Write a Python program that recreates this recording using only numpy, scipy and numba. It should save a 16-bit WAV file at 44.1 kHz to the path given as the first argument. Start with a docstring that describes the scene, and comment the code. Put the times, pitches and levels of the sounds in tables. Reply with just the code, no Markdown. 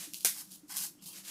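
"""Husking corn by hand

A small, quiet room, one microphone close to the hands. Fingers rustle and crease the dry husk.
A leaf snaps loose, knocking the cob, then tears along its fibres in a short and a long pull.
The loose husk brushes past and is gripped again. A low hum, perhaps a fan, wavers underneath."""
import sys
import numpy as np
from scipy import signal
from scipy.fft import rfft, irfft
from scipy.io import wavfile
from numba import njit

SR = 44100
rng = np.random.default_rng(int(sys.argv[2]) if len(sys.argv) > 2 else 0)


def unload_audio(sound):
    """Save the sound as a 16-bit wav file, at the path given as the first command line argument."""
    columns = np.transpose(np.atleast_2d(sound))
    # keep every value between -1 and 1, then stretch to whole-number steps
    steps = np.round(np.clip(columns, -1, 1) * 32767)
    wavfile.write(sys.argv[1], SR, steps.astype(np.int16))


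N = 57330
TIME = np.arange(N) / SR


def undb(db):
    """Decibels to gain."""
    return 10 ** (np.asarray(db) / 20)


def unit(x):
    """Scale to rms 1."""
    return x / np.sqrt(np.mean(x ** 2))


def colour(x, points):
    """Causal filter of unit power, shaped through (frequency [Hz], relative gain [dB]) points."""
    hz, db = np.array(points, float).T
    size = 4096
    log_hz = np.log(np.fft.rfftfreq(size, 1 / SR) + 1)
    gain = unit(undb(np.interp(log_hz, np.log(hz), db)))
    cepstrum = irfft(np.log(gain))[:size // 2]
    cepstrum[1:] *= 2  # minimum phase
    response = irfft(np.exp(rfft(cepstrum, size)))[:size // 2]
    return signal.fftconvolve(x, response)[:N]


def grains(per_s, spread_db):
    """Random tiny clicks, many weak and a few strong, at rms 1."""
    size = undb(spread_db * np.minimum(rng.exponential(size=N), 5))
    return unit((rng.random(N) < per_s / SR) * size * rng.choice([-1, 1], N))


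def strokes(rows, release_s):
    """Envelope of hand movements: a swell, a hold and a release."""
    power = np.zeros(N)
    for start, rise, length, db in rows:
        swell = np.clip((TIME - start) / rise, 0, 1)
        release = np.exp(-np.maximum(TIME - start - length, 0) / release_s)
        power += (undb(db) * swell * release) ** 2
    return np.sqrt(power)


@njit
def resonate(x, hz, width):
    """Band-pass with a moving centre, gain 1 at the centre."""
    y, band_state, low_state = np.empty(len(x)), 0., 0.
    for i in range(len(x)):
        tuning, damping = np.tan(np.pi * hz[i] / SR), width / hz[i]
        band = (band_state + tuning * (x[i] - low_state)) / (1 + tuning * (tuning + damping))
        band_state = 2 * band - band_state
        low_state += 2 * tuning * band
        y[i] = damping * band
    return y


def leaf_ring(clicks, modes, drift_share=.05, turns_per_s=25):
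    """Clicks ring a leaf's resonances, which wander at random as if with the tension."""
    out = np.zeros(N)
    for hz, width, db in modes:
        steps = rng.uniform(-1, 1, 128)
        wander = np.interp(TIME * turns_per_s, np.arange(len(steps)), steps)
        centre = hz * (1 + drift_share * wander)
        first_pass = resonate(clicks, centre, 2. * width)
        out += undb(db) * unit(resonate(first_pass, centre, 2. * width))
    return out


def cracks(rows, points, walls, decay_s, room_db):
    """Each row is a burst of fracture noise that dies within milliseconds; the walls answer it."""
    bursts, impulses = np.zeros(2 * N), np.zeros(N)
    fade = np.exp(-TIME[:SR // 50] / decay_s)
    for start, db in rows:
        i = int(start * SR)
        bursts[i:i + len(fade)] += undb(db) * rng.choice([-1, 1], len(fade)) * fade
        impulses[i] += undb(db) * np.sqrt(np.sum(fade ** 2))
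    echoes = undb(room_db) * signal.fftconvolve(impulses, walls)[:N]
    return colour(bursts[:N] + echoes, points)


# hum behind the hands (frequency [Hz], width [Hz], level [dB])
HUM_BANDS = [(189.6, 41, -67), (298.1, 33, -70), (344.4, 8.4, -74.5)]
# spectrum of the room's air (frequency [Hz], relative gain [dB])
AIR_SPECTRUM = [(25, -9.5), (80, -8.5), (150, 2.5), (260, 2), (450, -7), (1000, -11.5), (3000, -17),
                (8000, -13), (16000, -22.5)]


def room_tone(air_db=-66.5):
    """Narrow bands of noise waver as a hum over the faint air of the room."""
    freqs, hum = np.fft.rfftfreq(N, 1 / SR), np.zeros(N)
    for hz, width, db in HUM_BANDS:
        band = rfft(rng.standard_normal(N)) / (1 + (2 * (freqs - hz) / width) ** 2)
        hum += undb(db) * unit(irfft(band, N))
    return hum + undb(air_db) * colour(rng.standard_normal(N), AIR_SPECTRUM)


# loose husk sliding past (start [s], rise [s], length [s], level [dB])
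BRUSH_STROKES = [(-.02, .01, 0.062, -44), (1.125, 0.035, .06, -47.5), (1.23, 0.021, 0.04, -48.5),
                 (1.27, 0.0093, .04, -44)]
# spectrum of the sliding (frequency [Hz], relative gain [dB])
BRUSH_SPECTRUM = [(200, -32), (500, -8.5), (1000, -10.5), (1700, -4), (3500, -0.5), (7000, 1), (11500, 0.5),
                  (14000, -5), (16000, -8)]


def brush():
    """Ribbed husk slides against hand and cob with a fine, full grain."""
    friction = grains(per_s=10000, spread_db=1.5)
    return colour(friction * strokes(BRUSH_STROKES, release_s=.033), BRUSH_SPECTRUM)


# fingers shifting on the leaves (start [s], rise [s], length [s], level [dB])
FINGER_STROKES = [(-.01, 0.022, 0.027, -45.5), (.032, .005, 0.062, -58.5), (.09, .01, 0.054, -57),
                  (.149, .003, 0.038, -47.5), (.188, 0.018, .054, -50), (.445, 0.025, 0.053, -60.5),
                  (.498, 0.013, 0.062, -49.5), (.56, 0.011, .04, -61.5), (.666, .012, 0.03, -67),
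                  (1.008, 0.03, 0.062, -52), (1.054, 0.0051, 0.039, -45), (1.085, 0.012, 0.053, -51)]
# spectrum of the rustle, close up (frequency [Hz], relative gain [dB])
RUSTLE_SPECTRUM = [(100, -37), (300, -16.5), (1000, -20), (2250, -20), (3000, -5), (5300, -0.5), (7500, -1),
                   (11200, 2.5), (13500, -5.5), (16000, -1.5)]
# the hand gathering loose husk (start [s], rise [s], length [s], level [dB])
GATHER_STROKES = [(.972, 0.017, 0.061, -70.5), (1.04, 0.048, 0.097, -61)]
# resonances of the loose husk (frequency [Hz], nominal width [Hz], level [dB])
LOOSE_HUSK_MODES = [(1030, 290, -8.5), (2880, 150, -4), (3140, 140, -1), (4960, 600, -6)]


def rustle(release_s=.0052):
    """Fingers make the papery leaves crackle, with a ringing scrape where loose husk is gathered."""
    crackle = grains(per_s=3800, spread_db=2.5)
    papery = colour(crackle * strokes(FINGER_STROKES, release_s), RUSTLE_SPECTRUM)
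    scrape = leaf_ring(crackle, LOOSE_HUSK_MODES) * strokes(GATHER_STROKES, release_s)
    return papery + scrape


# soft bumps from handling the ear (time [s], frequency [Hz], level [dB])
HANDLING_BUMPS = [(0., 185.4, -50), (0.074, 299.4, -49.5), (0.129, 191, -55), (0.507, 185, -56),
                  (0.631, 300.5, -51), (0.804, 182, -53), (1.019, 178, -55), (1.055, 182, -51.5)]


def bumps(rise_s=.0091):
    """Dull, low swells as the hands shift."""
    out = np.zeros(N)
    for start, hz, db in HANDLING_BUMPS:
        age = np.maximum(TIME - start, 0)
        swell = age / rise_s * np.exp(1 - age / rise_s)
        out += undb(db) * swell * np.sin(2 * np.pi * hz * age)
    return out


# single creases in the leaf (time [s], level [dB])
CREASE_TICKS = [(.0288, -46), (.1358, -27.5), (.1438, -28), (.1502, -39), (.2077, -34.5), (.2326, -54),
                (.3838, -34), (.528, -50), (.5508, -49), (.7695, -26.5), (1.024, -44), (1.040, -42),
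                (1.1205, -46)]
# spectrum of a crease (frequency [Hz], relative gain [dB])
CREASE_SPECTRUM = [(300, -43), (1800, -19), (2800, -1.5), (5500, -0.5), (9500, -2), (12000, 1.5),
                   (16000, -9)]


def creases(walls):
    """The dry leaf creases in sharp ticks, a little louder at the microphone than their echoes."""
    return cracks(CREASE_TICKS, CREASE_SPECTRUM, walls, decay_s=.00078, room_db=-2.5)


# ribs of the leaf breaking (time [s], level [dB])
RIB_BREAKS = [(.2468, -29), (.2482, -13), (.2526, -29.5), (.2588, -23.5)]
# spectrum of a break (frequency [Hz], relative gain [dB])
SNAP_SPECTRUM = [(60, -58), (200, -11), (350, -31), (700, -15.5), (1250, -13.5), (1600, -7), (2250, -3),
                 (2750, -7.5), (3300, -4), (5000, -2), (7000, 0), (10000, 2), (12200, 1), (14000, -4),
                 (16000, -8)]


def snap(walls):
    """The ribs break at the base of the leaf in one quick cluster that fills the small room."""
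    return cracks(RIB_BREAKS, SNAP_SPECTRUM, walls, decay_s=.0015, room_db=3.5)


# resonances of the cob (frequency [Hz], t60 [s], level before the bass cut [dB])
COB_RESONANCES = [(397, 0.085, -46), (467, 0.048, -39.5), (560, 0.035, -38), (725, 0.072, -44),
                  (1560, 0.12, -41.5), (2410, 0.05, -33.5)]


def cob_knock(cut_hz=353):
    """The strongest break rings the cob briefly, with no bass below the cut."""
    start, _ = max(RIB_BREAKS, key=lambda row: row[1])
    age = np.maximum(TIME - start, 0)
    ring = sum(undb(db - 60 * age / t60) * np.sin(2 * np.pi * hz * age) for hz, t60, db in COB_RESONANCES)
    return signal.sosfilt(signal.butter(4, cut_hz, "high", fs=SR, output="sos"), ring)


# strength of the short pull along the leaf (time [s], level [dB])
SHORT_PULL_CURVE = [(.27, -61), (.32, -50), (.365, -47.5), (.388, -43), (.41, -44), (.428, -55), (.46, -59)]
# strength of the long pull (time [s], level [dB])
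LONG_PULL_CURVE = [(.68, -60.5), (.708, -43), (.735, -44), (0.761, -41), (0.774, -32.5), (.795, -37.5),
                   (0.839, -36), (0.866, -42), (0.901, -56.5)]
# spectrum of parting fibres, close up (frequency [Hz], relative gain [dB])
TEAR_SPECTRUM = [(100, -70), (500, -24.5), (1000, -34.5), (2400, -14), (4500, -2.5), (8000, -1), (11500, 0),
                 (14000, -4.5), (16000, -9.5)]
# moments when the leaf is taut (start [s], rise [s], length [s], level [dB])
TAUT_SPANS = [(.335, .02, 0.089, -63.5), (.692, 0.011, 0.081, -57), (.775, 0.014, 0.08, -58.5)]
# resonances of the taut leaf (frequency [Hz], nominal width [Hz], level [dB])
TAUT_LEAF_MODES = [(864, 110, -5.5), (1080, 155, -2.5), (1612, 144, -1.5), (2134, 226, -0.5),
                   (3340, 340, -2), (5620, 420, -3)]


def tear():
    """Fibres part one after another, louder with a harder pull; while the leaf is taut they ring it."""
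    force = np.zeros(N)
    for pull in (SHORT_PULL_CURVE, LONG_PULL_CURVE):
        times, db = np.array(pull).T
        force += undb(np.interp(TIME, times, db, left=-120, right=-120))
    fibres = grains(per_s=4500, spread_db=2.5)
    rip = colour(fibres * force, TEAR_SPECTRUM)
    rasp = leaf_ring(fibres, TAUT_LEAF_MODES) * strokes(TAUT_SPANS, release_s=.0076)
    return rip + rasp


def room(low_t60_s=.22, treble_t60_s=.25, split_hz=11000, gap_s=.003):
    """Bare walls near the microphone return dense echoes whose treble lasts slightly longer."""
    echoes = grains(per_s=9000, spread_db=1.5) * (TIME > gap_s)
    low = signal.sosfilt(signal.butter(1, split_hz, fs=SR, output="sos"), echoes)
    tail = low * undb(-60 * TIME / low_t60_s) + (echoes - low) * undb(-60 * TIME / treble_t60_s)
    return tail / np.sqrt(np.sum(tail ** 2))


def scene(rub_room_db=-7.5):
    """At the microphone, in mono: the husk close by, its echo off the walls and the hum behind."""
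    walls = room()
    rubs = rustle() + brush() + tear()
    rub_echoes = undb(rub_room_db) * signal.fftconvolve(rubs, walls)[:N]
    return (rubs + rub_echoes + snap(walls) + creases(walls) + cob_knock() + bumps() + room_tone())[None]


def record(dry):
    """The recorder cuts the top of the treble."""
    top_hz = 15500
    return signal.sosfilt(signal.ellip(10, .2, 70, top_hz, fs=SR, output="sos"), dry)


dry = scene()
out = record(dry)
unload_audio(out)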